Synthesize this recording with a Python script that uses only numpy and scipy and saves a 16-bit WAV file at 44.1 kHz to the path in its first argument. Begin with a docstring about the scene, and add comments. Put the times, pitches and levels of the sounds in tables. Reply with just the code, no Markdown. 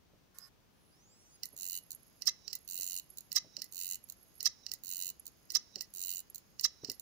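"""Hard drive failing to start

An open laptop hard drive spins up with a faint whine, close to a hand-held camera, and cannot find its tracks.
Five times its head arm buzzes with one jerk per platter turn, ticks, slams into its stop and slides off the ramp.
Bursts of random force ring the metal parts; tones make the whine, and filtered noise the air, hiss and room.
A small room answers, and the hand bumps the camera softly."""
import sys
import numpy as np
from scipy import signal
from scipy.fft import rfft, irfft, next_fast_len
from scipy.io import wavfile
from scipy.ndimage import uniform_filter1d, map_coordinates

SR = 44100
rng = np.random.default_rng(int(sys.argv[2]) if len(sys.argv) > 2 else 0)


def digitize_waveform(pressure):
    """Quantize a signal to 16-bit integers and store it at the path in sys.argv[1].

    Rows of a 2-D input are taken as channels; values are limited to [-1, 1].
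    """
    field = np.atleast_2d(pressure).T
    bounded = np.clip(field, -1, 1)
    quanta = np.round(bounded * 32767).astype(np.int16)
    wavfile.write(sys.argv[1], SR, quanta)


N = 309141  # length in samples
TIME = np.arange(N) / SR  # seconds
SIZE, LEAD = 4096, 1024  # samples in one event, and how many of them come before its zero
LOCAL = (np.arange(SIZE) - LEAD) / SR  # seconds around an event
TOP_HZ = 15750  # the highest pitch that is kept

# Levels in the tables are relative: each sound adds its own gain.
# Background. Room noise: f/Hz, density/dB
ROOM_NOISE = [(12, -45.5), (20, -26.5), (38, -5), (198, -5), (234, -7.5), (1030, -18.5), (1190, -19),
              (1480, -21), (2020, -23.5), (2320, -23), (2820, -23), (6360, -25.5), (7730, -34),
              (12800, -31.5), (16000, -27.5)]
# soft bumps of the hand: t/s, level/dB
BUMPS = [(0.134, -62.5), (1.532, -59.5), (2.792, -60.5), (3.446, -57), (3.578, -55), (5.761, -52),
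         (6.835, -48.5), (6.888, -47.5)]
# dull colour of those bumps: f/Hz, level/dB
BUMP_COLOUR = [(30, -29), (110, -3.0), (380, -1), (650, -8), (1200, -28), (4000, -40)]
# how long the room answers: f/Hz, time to fall 60 dB/s (before an extra early boost)
ROOM_DECAY = [(300, 0.25), (2000, 0.42), (5500, 0.2), (10000, 0.12), (15000, 0.056)]

# Motor. Spindle run-up: t/s, speed/turns per s
RUN_UP = [(.5, 3), (.85, 33), (.93, 44.8), (1.0, 53), (1.06, 60.7), (1.12, 68.1), (1.24, 81), (1.3, 86.4),
          (1.355, 91)]
# tones of the whine: multiple of the turn rate, level/dB
WHINE_TONES = [(36, -8), (54, -7), (72, -3), (90, -11), (108, -1), (114, -7), (138, -15)]
# how the casing radiates the whine: f/Hz, level/dB
CASING = [(600, -10), (1600, 3), (2300, -15), (4500, -13), (4900, 2), (5300, -4), (6400, 1), (7500, 0),
          (8300, -14), (9600, -14), (10400, 7), (11200, 3), (12400, -10)]
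TURN_HZ = 90.7  # turns per second at full speed
WHINE_DB, WHINE_POWER = -63.5, 1.5  # base gain; the amplitude grows with this power of the speed
EASE_S = 1.367  # at speed, the motor eases off
STEP_HZ = 360  # the motor's first steps per second

# Resonances, all listed as: f/Hz, width/Hz, left level/dB, right level/dB
# the motor's starting chatter
STARTER_MODES = [(1136, 100, 0, -5), (1560, 910, -1, -6), (5400, 2300, -21, -4.5), (8200, 1200, -16, -12),
                 (11400, 990, -16, 1.5), (14900, 900, -31, -10)]
# the rotor's first squeal
SQUEAL_MODES = [(5090, 310, -27, 0)]
# air on the platter
AIR_MODES = [(1500, 4100, -9, -10), (5030, 750, -13.5, 1), (6530, 760, -11, 0.5), (10700, 1300, -10, -7),
             (13300, 200, -10, -10), (15200, 900, -5.5, -6)]
# sizzle about halfway through the run-up
SIZZLE_MODES = [(10800, 900, -14, 0)]
# tracking hiss
TRACKING_MODES = [(6760, 260, -36, -28), (10630, 620, -24, -7), (11305, 240, -2.5, 13),
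                  (14800, 510, -21, -4)]
# the lift tab on the ramp: clicks and scrapes, then its creep, then its squeak
TAB_MODES = [(1890, 276, -21, -22.5), (2884, 390, -11, -18), (4324, 400, -10.5, 0.5), (5220, 960, -26, 3.5),
             (5800, 350, -20.5, 0), (7230, 800, -20.5, -9), (10340, 2300, -28.5, -39),
             (14800, 2300, -30.5, -18)]
CREEP_MODES = [(3950, 300, -20, -4.5), (5400, 1000, -17, -1)]
SQUEAK_MODES = [(3880, 93, -16.5, -1.8), (5800, 110, -13, -1.3)]
# the platter's hum
PLATTER_MODES = [(1992, 85, 0, -4)]
# the thin head spring, and the broader notes around it in a flick
SPRING_MODES = [(11280, 140, -10, 2)]
FLICK_MODES = [(11300, 600, -18, -12), (7050, 1100, -30, -24), (14800, 900, -25, -21)]
# the parking stop
STOP_MODES = [(2830, 395, -22, -31), (4100, 324, -22, -13.5), (4505, 150, -26.5, 1), (5310, 540, -39, 0),
              (5810, 320, -26, -8), (6880, 2020, -27.5, -13), (8920, 2200, -21.5, -26.5),
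              (11120, 1100, -24, -40.5), (14000, 930, -31.5, -13.5), (14500, 700, -18.5, -36.5)]
# the chassis, and its low modes
CHASSIS_MODES = [(670, 130, -16.5, -30.5), (1240, 114, -8.5, -20.5), (1915, 302, -10, -17),
                 (2052, 70, -1, -3), (2676, 270, -26.5, -9), (3390, 390, -3.5, -19.5), (3985, 155, 2.5, 12),
                 (4920, 1200, -12.5, 4.5), (5975, 250, -7.5, 15.5), (7070, 970, -17, -2),
                 (11000, 2100, -23.5, -14.5), (14800, 1200, -9.5, -12)]
KNOCK_MODES = [(667, 151, -8.5, -19.5), (1231, 141, 6, -8.5), (1846, 384, 2.5, 1.5)]
# the head arm
ARM_MODES = [(2000, 98, -15, -20.5), (2880, 330, -9.5, -14.5), (3980, 270, -10.5, -5), (4427, 420, -43, -5),
             (5230, 920, -31, -15.5), (6614, 1420, -18.5, -4.5), (7140, 600, -11.5, -0.5),
             (9000, 690, -8, -14.5), (10510, 830, -14.5, -9.5), (11360, 520, -16, -6.5),
             (12480, 1000, -22.5, -20.5), (14550, 690, -0.5, 4.5), (15100, 510, -10.5, 4.5)]
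# lasting ring of the metal: f/Hz, level/dB, time to fall 60 dB/s
RING = [(1980, -34, 0.18), (3680, -9.5, .4), (4680, -11.5, .35), (5500, -0.5, 0.83), (5480, -13, 0.67),
        (5900, -9, 0.42), (6520, -14, .4)]

# Events. The heads drop off the ramp, are caught by the coil and hiss until they are next parked:
# t/s, click level/dB, catch delay/s, catch level/dB, hiss level/dB
DROPS = [(1.434, -24, 0.022, -31.5, -64), (2.531, -24, 0.022, -27, -67.5),
         (3.6194, -23.5, .0235, -37, -67.5), (4.717, -23, 0.02, -27.5, -75),
         (5.8094, -22.5, .011, -35.5, -77), (6.899, -21, .0178, -32.5, -67)]
# the coil brakes and the arm hits its stop:
# t/s, level/dB, climb up the ramp/s, end of rattle after the slam/s, braking t/s, braking level/dB
SLAMS = [(2.2727, -16, 0.051, 0.024, 2.257, -38), (3.3611, -16, .0423, 0.024, 3.328, -28.5),
         (4.4574, -16, 0.051, 0.019, 4.429, -28), (5.5516, -16, .0475, 0.02, 5.52, -32.5),
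         (6.6432, -16, 0.047, 0.019, 6.6106, -28.5)]
# runs of one jerk per turn: first jerk t/s, last jerk t/s
BUZZES = [(1.5657, 1.786), (2.6776, 2.9978), (3.7242, 3.9565), (4.8366, 5.1021), (5.9385, 6.2038)]
# after each buzz the servo tries again with three jerks, the first two one turn apart:
# t/s, first level/dB, second level/dB, delay of the last from the first/s
RETRIES = [(1.9066, -33, -31.5, 0.023), (3.1732, -37.5, -32, 0.034), (4.088, -46, -31.5, .0345),
           (5.2557, -42, -33.5, .0228), (6.347, -34.5, -32, 0.034)]
# the head flicks on its spring: t/s, level/dB
FLICKS = [(1.9484, -39), (3.102, -42.5), (4.04, -42.5), (5.196, -40), (6.299, -42)]
# lone jerks of the arm: t/s, level/dB
TWITCHES = [(0.3858, -35.5), (6.997, -34)]
CLIMB_DB, CLIMB_JOLT_DB = -24, -35.5  # the tab meets the ramp and jolts the arm
SLIDE_S = .0513  # after a parking the tab breaks free this long before the drop
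RELEASE_DB, RELEASE_JOLT_DB = -23.5, -57  # click and jolt of breaking free
DROP_JOLT_DB = -30.5  # the drop jolts the arm
LAST_JERK_DB = -39.5  # the jerk that ends a retry
BLOW_HZ = 5300  # centre of the stop's main note
KNOCK_S, KNOCK_DB = .009, -23.5  # the rebound's knock: delay after the slam, level relative to it
BUZZ_DB, BUZZ_SWELL_DB, BUZZ_SWELL_S = -32.5, 7, 0.097  # full strength; size and length of the swell to it
JERK_COLOUR_DB = 2.5  # how far the colour differs from turn to turn
JERK_WEIGHT = .2  # how much a single jerk stirs the arm's low modes


def amp(db):
    """Turn decibels into gain."""
    return 10 ** (np.asarray(db) / 20)


def unit(x):
    """Scale a sound to an rms of 1."""
    return x / np.sqrt(np.mean(x ** 2) + 1e-20)


def along(points, hz):
    """Read a curve of (f/Hz, value) points on a log pitch axis."""
    f, v = np.transpose(points)
    return np.interp(np.log(hz + 1), np.log(f + 1), v)


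def noise():
    """Random force as long as one event."""
    return rng.standard_normal(SIZE)


def wander(rate, count):
    """A smooth random curve through `count` random values, `rate` of them per second."""
    return map_coordinates(rng.standard_normal(count), [TIME * rate])


def filtered(x, response):
    """Change a long sound's spectrum by a function of frequency."""
    m = next_fast_len(N + SR // 2)
    return irfft(rfft(x, m) * response(np.fft.rfftfreq(m, 1 / SR)), m)[..., :N]


def body(modes):
    """Turn resonances into left and right responses to one tap, with no sound before the tap."""
    hz = np.fft.rfftfreq(SIZE, 1 / SR)
    power = 0
    for f, width, left, right in modes:
        peak = 1 / (1 + ((hz - f) / width * 2) ** 2 / 2) ** 3
        power = power + amp([[left], [right]]) ** 2 * peak
    # folding the cepstrum (the spectrum of the log spectrum) puts the energy as early as possible
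    cepstrum = irfft(np.log(power + 1e-7) / 2)
    cepstrum[:, 1:SIZE // 2] *= 2
    cepstrum[:, SIZE // 2 + 1:] = 0
    return irfft(np.exp(rfft(cepstrum)))[:, :LEAD]


def through(force, response):
    """Play a force through a stereo response."""
    return signal.fftconvolve(np.atleast_2d(force), response, axes=1)[:, :force.shape[-1]]


def hit(force, response):
    """A short force through a body, scaled to the energy of 2 ms at level 1."""
    x = through(force, response)
    return x / np.sqrt(np.sum(x ** 2) / 2 / (SR / 500))


def rub(response):
    """Steady random force through a body, at an rms of 1."""
    return unit(through(rng.standard_normal(N), response))


def even(force):
    """Level the broad spectrum of a random burst, so that the body sets its colour."""
    z = rfft(force)
    return irfft(z / np.sqrt(abs(uniform_filter1d(abs(z) ** 2, size=70)) + 1e-12))


def tinted(force, depth_db):
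    """Give a burst a random broad colour of its own."""
    z = rfft(force)
    colour = map_coordinates(rng.standard_normal(size=14), [np.linspace(0, 13, len(z))])
    return irfft(z * amp(depth_db * colour))


def bell(t, width):
    """A smooth pulse around t = 0."""
    return np.exp(-(t / width) ** 2 / 2)


def gate(t, start, end, edge):
    """On between two times, with soft edges."""
    return (np.tanh((t - start) / edge) - np.tanh((t - end) / edge)) / 2


def add(track, s, sound):
    """Mix an event in with its zero at s seconds, even between samples."""
    start, part = divmod(s * SR - LEAD, 1)
    size = sound.shape[-1]
    shift = np.exp(-2j * np.pi * part * np.fft.rfftfreq(size))
    sound = irfft(rfft(sound) * shift, size)
    place = track[:, int(start):int(start) + size]
    place += sound[:, :place.shape[1]]


def background():
    """Steady room noise, and short fading bursts of dull noise as the hand bumps the camera."""
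    def coloured(spectrum, shared):
        """Noise that is partly the same on both sides."""
        raw = rng.standard_normal((2, N)) + shared * rng.standard_normal(N)
        return unit(filtered(raw, lambda hz: amp(along(spectrum, hz))))

    bumps = sum(amp(db) * gate(TIME, s, s + .2, 0.0012) * np.exp(-abs(TIME - s) / 0.017) for s, db in BUMPS)
    # the room noise is a little louder on the left than on the right
    steady = amp(-67.5) * amp([[0], [0]]) * amp([[.8], [-.8]]) * coloured(ROOM_NOISE, shared=0.29)
    return steady + bumps * coloured(BUMP_COLOUR, shared=1.37)


def room(x):
    """Desk and walls answer with fading noise; above the middle pitches, treble dies sooner."""
    hz, t, z = signal.stft(rng.standard_normal((2, SR // 2)), SR, nperseg=256)
    decay = amp(-60 * t / along(ROOM_DECAY, hz)[:, None]) * (1 + 1.0 * np.exp(-t / 0.06))
    tail = signal.istft(z * decay, SR, nperseg=256)[1]
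    delayed = np.pad(tail, ((0, 0), (130, 0)))  # samples before the first answer
    return through(x.mean(axis=0), delayed / np.linalg.norm(tail[0]))


def starter():
    """The motor's step pulses make a rough chatter, and the rotor squeals on its first swing."""
    steps = np.diff(np.floor(TIME * STEP_HZ), prepend=0)
    force = unit(steps - steps.mean()) + .8 * rng.standard_normal(N)
    chatter = amp(-64) * gate(TIME, 0.345, 0.488, 0.0039) * unit(through(force, body(STARTER_MODES)))
    squeal = amp(-55.5) * bell(TIME - .442, 0.021) * rub(body(SQUEAL_MODES))
    return chatter + squeal


def spindle():
    """Tones tied to the turn rate whine and air noise grows with speed; at speed one thin tone remains."""
    speed = np.interp(TIME, *np.transpose(RUN_UP))
    angle = 2 * np.pi * np.cumsum(speed) / SR
    whine = 0
    for k, db in WHINE_TONES:
        level = amp(db + along(CASING, k * speed) + 1.8 * wander(rate=60, count=500))
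        whine = whine + level * np.sin(k * angle + rng.uniform(0, 2 * np.pi, (2, 1)))
    drive = amp(WHINE_DB) * (speed / TURN_HZ) ** WHINE_POWER * gate(TIME, 0, EASE_S, 0.0036)
    held = gate(TIME, EASE_S, 8, .01) * np.sin(2 * np.pi * 72 * TURN_HZ * TIME)
    rush = unit(through(rng.standard_normal((2, N)), body(AIR_MODES)))
    air = amp(-73.0) * (speed / TURN_HZ) ** 2 * rush
    sizzle = amp(-77) * bell(TIME - .88, 0.094) * rub(body(SIZZLE_MODES))
    return (drive * whine + amp(-82.0) * held) * amp([[-2], [2]]) + air + sizzle


def tracking():
    """From each drop until they are back on the ramp, the heads hiss in narrow bands, flaring unevenly."""
    ends = [s - climb for s, _, climb, *_ in SLAMS] + [N / SR]
    level = sum(amp(db) * gate(TIME, start, end, 0.0054) for (start, *_, db), end in zip(DROPS, ends))
    flicker = wander(rate=200, count=1500)
    swell = wander(rate=18, count=150)
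    return level * amp(5.5 * flicker + 2.9 * swell - 3.5) * rub(body(TRACKING_MODES))


def sliding():
    """After each slam, rubbing noise: the tab creeps with a hiss, squeaks thinly, then scrapes twice."""
    creep = squeak = scrape = 0
    for s, *_ in SLAMS:
        creep = creep + gate(TIME, s + .01, s + 0.207, .005)
        squeak = squeak + gate(TIME, s + 0.174, s + 0.214, 0.0021)
        scrape = scrape + gate(TIME, s + 0.2256, s + 0.245, 0.0019)
        scrape = scrape + 0.41 * gate(TIME, s + 0.27, s + 0.306, 0.0027)
    hiss = amp(-68) * creep * rub(body(CREEP_MODES))
    thin = amp(-62) * squeak * rub(body(SQUEAK_MODES))
    return hiss + thin + amp(-51.5) * scrape * rub(body(TAB_MODES))


def contacts():
    """The tab clicks onto the ramp, breaking free and off it. Rows: t/s, click level/dB, jolt level/dB."""
    climbs = [(s - climb, CLIMB_DB, CLIMB_JOLT_DB) for s, _, climb, *_ in SLAMS]
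    releases = [(s - SLIDE_S, RELEASE_DB, RELEASE_JOLT_DB) for s, *_ in DROPS[1:]]
    drops = [(s, db, DROP_JOLT_DB) for s, db, *_ in DROPS]
    return climbs + releases + drops


def ramp_clicks():
    """The tab brushes the ramp and snaps onto or off it; each jolt sets the platter humming."""
    out, tab, platter = np.zeros((2, N)), body(TAB_MODES), body(PLATTER_MODES)
    brush = gate(LOCAL, -0.00085, .02, 0.0008) * np.exp(-abs(LOCAL) / 0.0079)
    snap = bell(LOCAL, 0.00064) + 0.18 * brush + 0.06 * bell(LOCAL, 0.0054)
    shiver = gate(LOCAL, 0, 0.075, 0.0019) * np.exp(-abs(LOCAL) / 0.016)
    for s, db, jolt_db in contacts():
        add(out, s, amp(db - 8) * hit(even(snap * noise()), tab))
        add(out, s, amp(jolt_db - 24) * hit(shiver * noise(), platter))
    return out


def pings():
    """A flick, a burst that dies in a few milliseconds, rings the thin head spring."""
    out, spring = np.zeros((2, N)), body(SPRING_MODES + FLICK_MODES)
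    flick = (LOCAL >= 0) * np.exp(-abs(LOCAL) / .0012)
    for s, db in FLICKS:
        add(out, s, amp(db - 1.5) * hit(even(flick * noise()), spring))
    return out


def ring(db):
    """The metal rings on after a blow, each mode three close tones that beat slightly."""
    t = np.maximum(np.arange(SR // 2) - LEAD, 0) / SR
    out = np.zeros((2, len(t)))
    for hz, level, t60 in RING:
        for detune in rng.normal(0, 0.0039, size=3):
            phase = rng.uniform(0, 2 * np.pi, (2, 1))
            out += amp(level - 60 * t / t60) * np.sin(2 * np.pi * hz * (1 + detune) * t + phase)
    return amp(db) * amp([[-8], [0]]) * out * (1 - np.exp(-t / .002))


def parking():
    """The tab scrapes up the ramp, the arm strikes its stop twice, and the chassis knocks and rattles."""
    out, stop, chassis, low = np.zeros((2, N)), body(STOP_MODES), body(CHASSIS_MODES), body(KNOCK_MODES)

    def blow(width):
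        """A brief contact sings near the stop's main note, with grit."""
        note = np.sin(2 * np.pi * BLOW_HZ * rng.normal(1, 0.0089) * LOCAL)
        return hit(bell(LOCAL, width) * (note + 0.93 * noise()), stop)

    scrape = np.exp(-abs(LOCAL - .003) / .005) * (LOCAL < .0055)
    for s, db, _, rattle_end, *_ in SLAMS:
        add(out, s, amp(db - 5) * hit(even(scrape * noise()), stop))
        add(out, s, amp(db - 5.5) * blow(width=.0005))
        add(out, s + .0064, amp(db - 2.8) * blow(width=.0006))
        clatter = gate(LOCAL, .0065, rattle_end, .0015)
        add(out, s, amp(db - 5.5) * hit(even(clatter * noise()), chassis))
        add(out, s, amp(db - 8.5) * hit(even(scrape * noise()), chassis))
        add(out, s + KNOCK_S, amp(db + KNOCK_DB) * hit(bell(LOCAL, .00006), low))
        add(out, s + 0.0076, ring(db=db - 46.5))
    return out


def jerks():
    """The coil brakes before slams, catches drops and stutters in retries; jolts too. 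Rows: t/s, level/dB."""
    brakes = [(s, db) for *_, s, db in SLAMS]
    catches = [(s + delay, db) for s, _, delay, db, _ in DROPS]
    stutters = []
    for s, first_db, second_db, delay in RETRIES:
        stutters += [(s, first_db), (s + 1 / TURN_HZ, second_db), (s + delay, LAST_JERK_DB)]
    jolts = [(s, jolt_db) for s, _, jolt_db in contacts()]
    return brakes + catches + stutters + jolts + TWITCHES


def arm():
    """The voice coil kicks the arm with a similar burst each turn, and the arm shivers on."""
    out, heavy = np.zeros((2, N)), body(ARM_MODES)
    # small kicks leave the low modes still
    light = body([mode for mode in ARM_MODES if mode[0] > 3500] + SPRING_MODES)
    t = LOCAL - .0004
    shape = bell(t, 0.00077) + 0.16 * gate(t, 0, 0.06, 0.0012) * np.exp(-abs(t) / 0.0081)
    for first, last in BUZZES:
        pattern = noise()
        for turn in range(round((last - first) * TURN_HZ) + 1):
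            age = turn / TURN_HZ
            effort = min(1, age / BUZZ_SWELL_S)  # the kicks grow as the servo loses its hold
            ending_db = 4.5 * bell(first + age - last, 0.0065)  # the last kick is weaker
            level_db = BUZZ_DB - BUZZ_SWELL_DB * (1 - effort) - ending_db + rng.normal(0, 1.5)
            pattern = unit(pattern + 0.47 * noise())  # the burst drifts from turn to turn
            force = tinted(even(shape * (pattern + 0.52 * noise())), JERK_COLOUR_DB)
            response = light + (0.36 + 0.47 * effort) * (heavy - light)
            add(out, first + age, amp(level_db) * hit(force, response))
    response = light + JERK_WEIGHT * (heavy - light)
    for s, db in jerks():
        add(out, s, amp(db - 3.5) * hit(even(shape * noise()), response))
    lag = np.array([[.00037], [0]])  # seconds: the left side hears the arm later
    return filtered(out, lambda hz: np.exp(-2j * np.pi * hz * lag))


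def scene():
    """The drive in its room; the bare arm radiates more widely than the stop, so it stirs more echo."""
    buzz = arm() + pings()
    clack = parking() + ramp_clicks() + sliding()
    echo = amp([[-1.5], [1.5]]) * room(amp(-12.5) * buzz + amp(-17.0) * clack)
    return background() + echo + starter() + spindle() + tracking() + clack + buzz


def record(dry):
    """The camera cuts the sound steeply above its band limit."""
    return filtered(dry, lambda hz: 1 / (1 + (hz / TOP_HZ) ** 140))


dry = scene()
out = record(dry)
digitize_waveform(out)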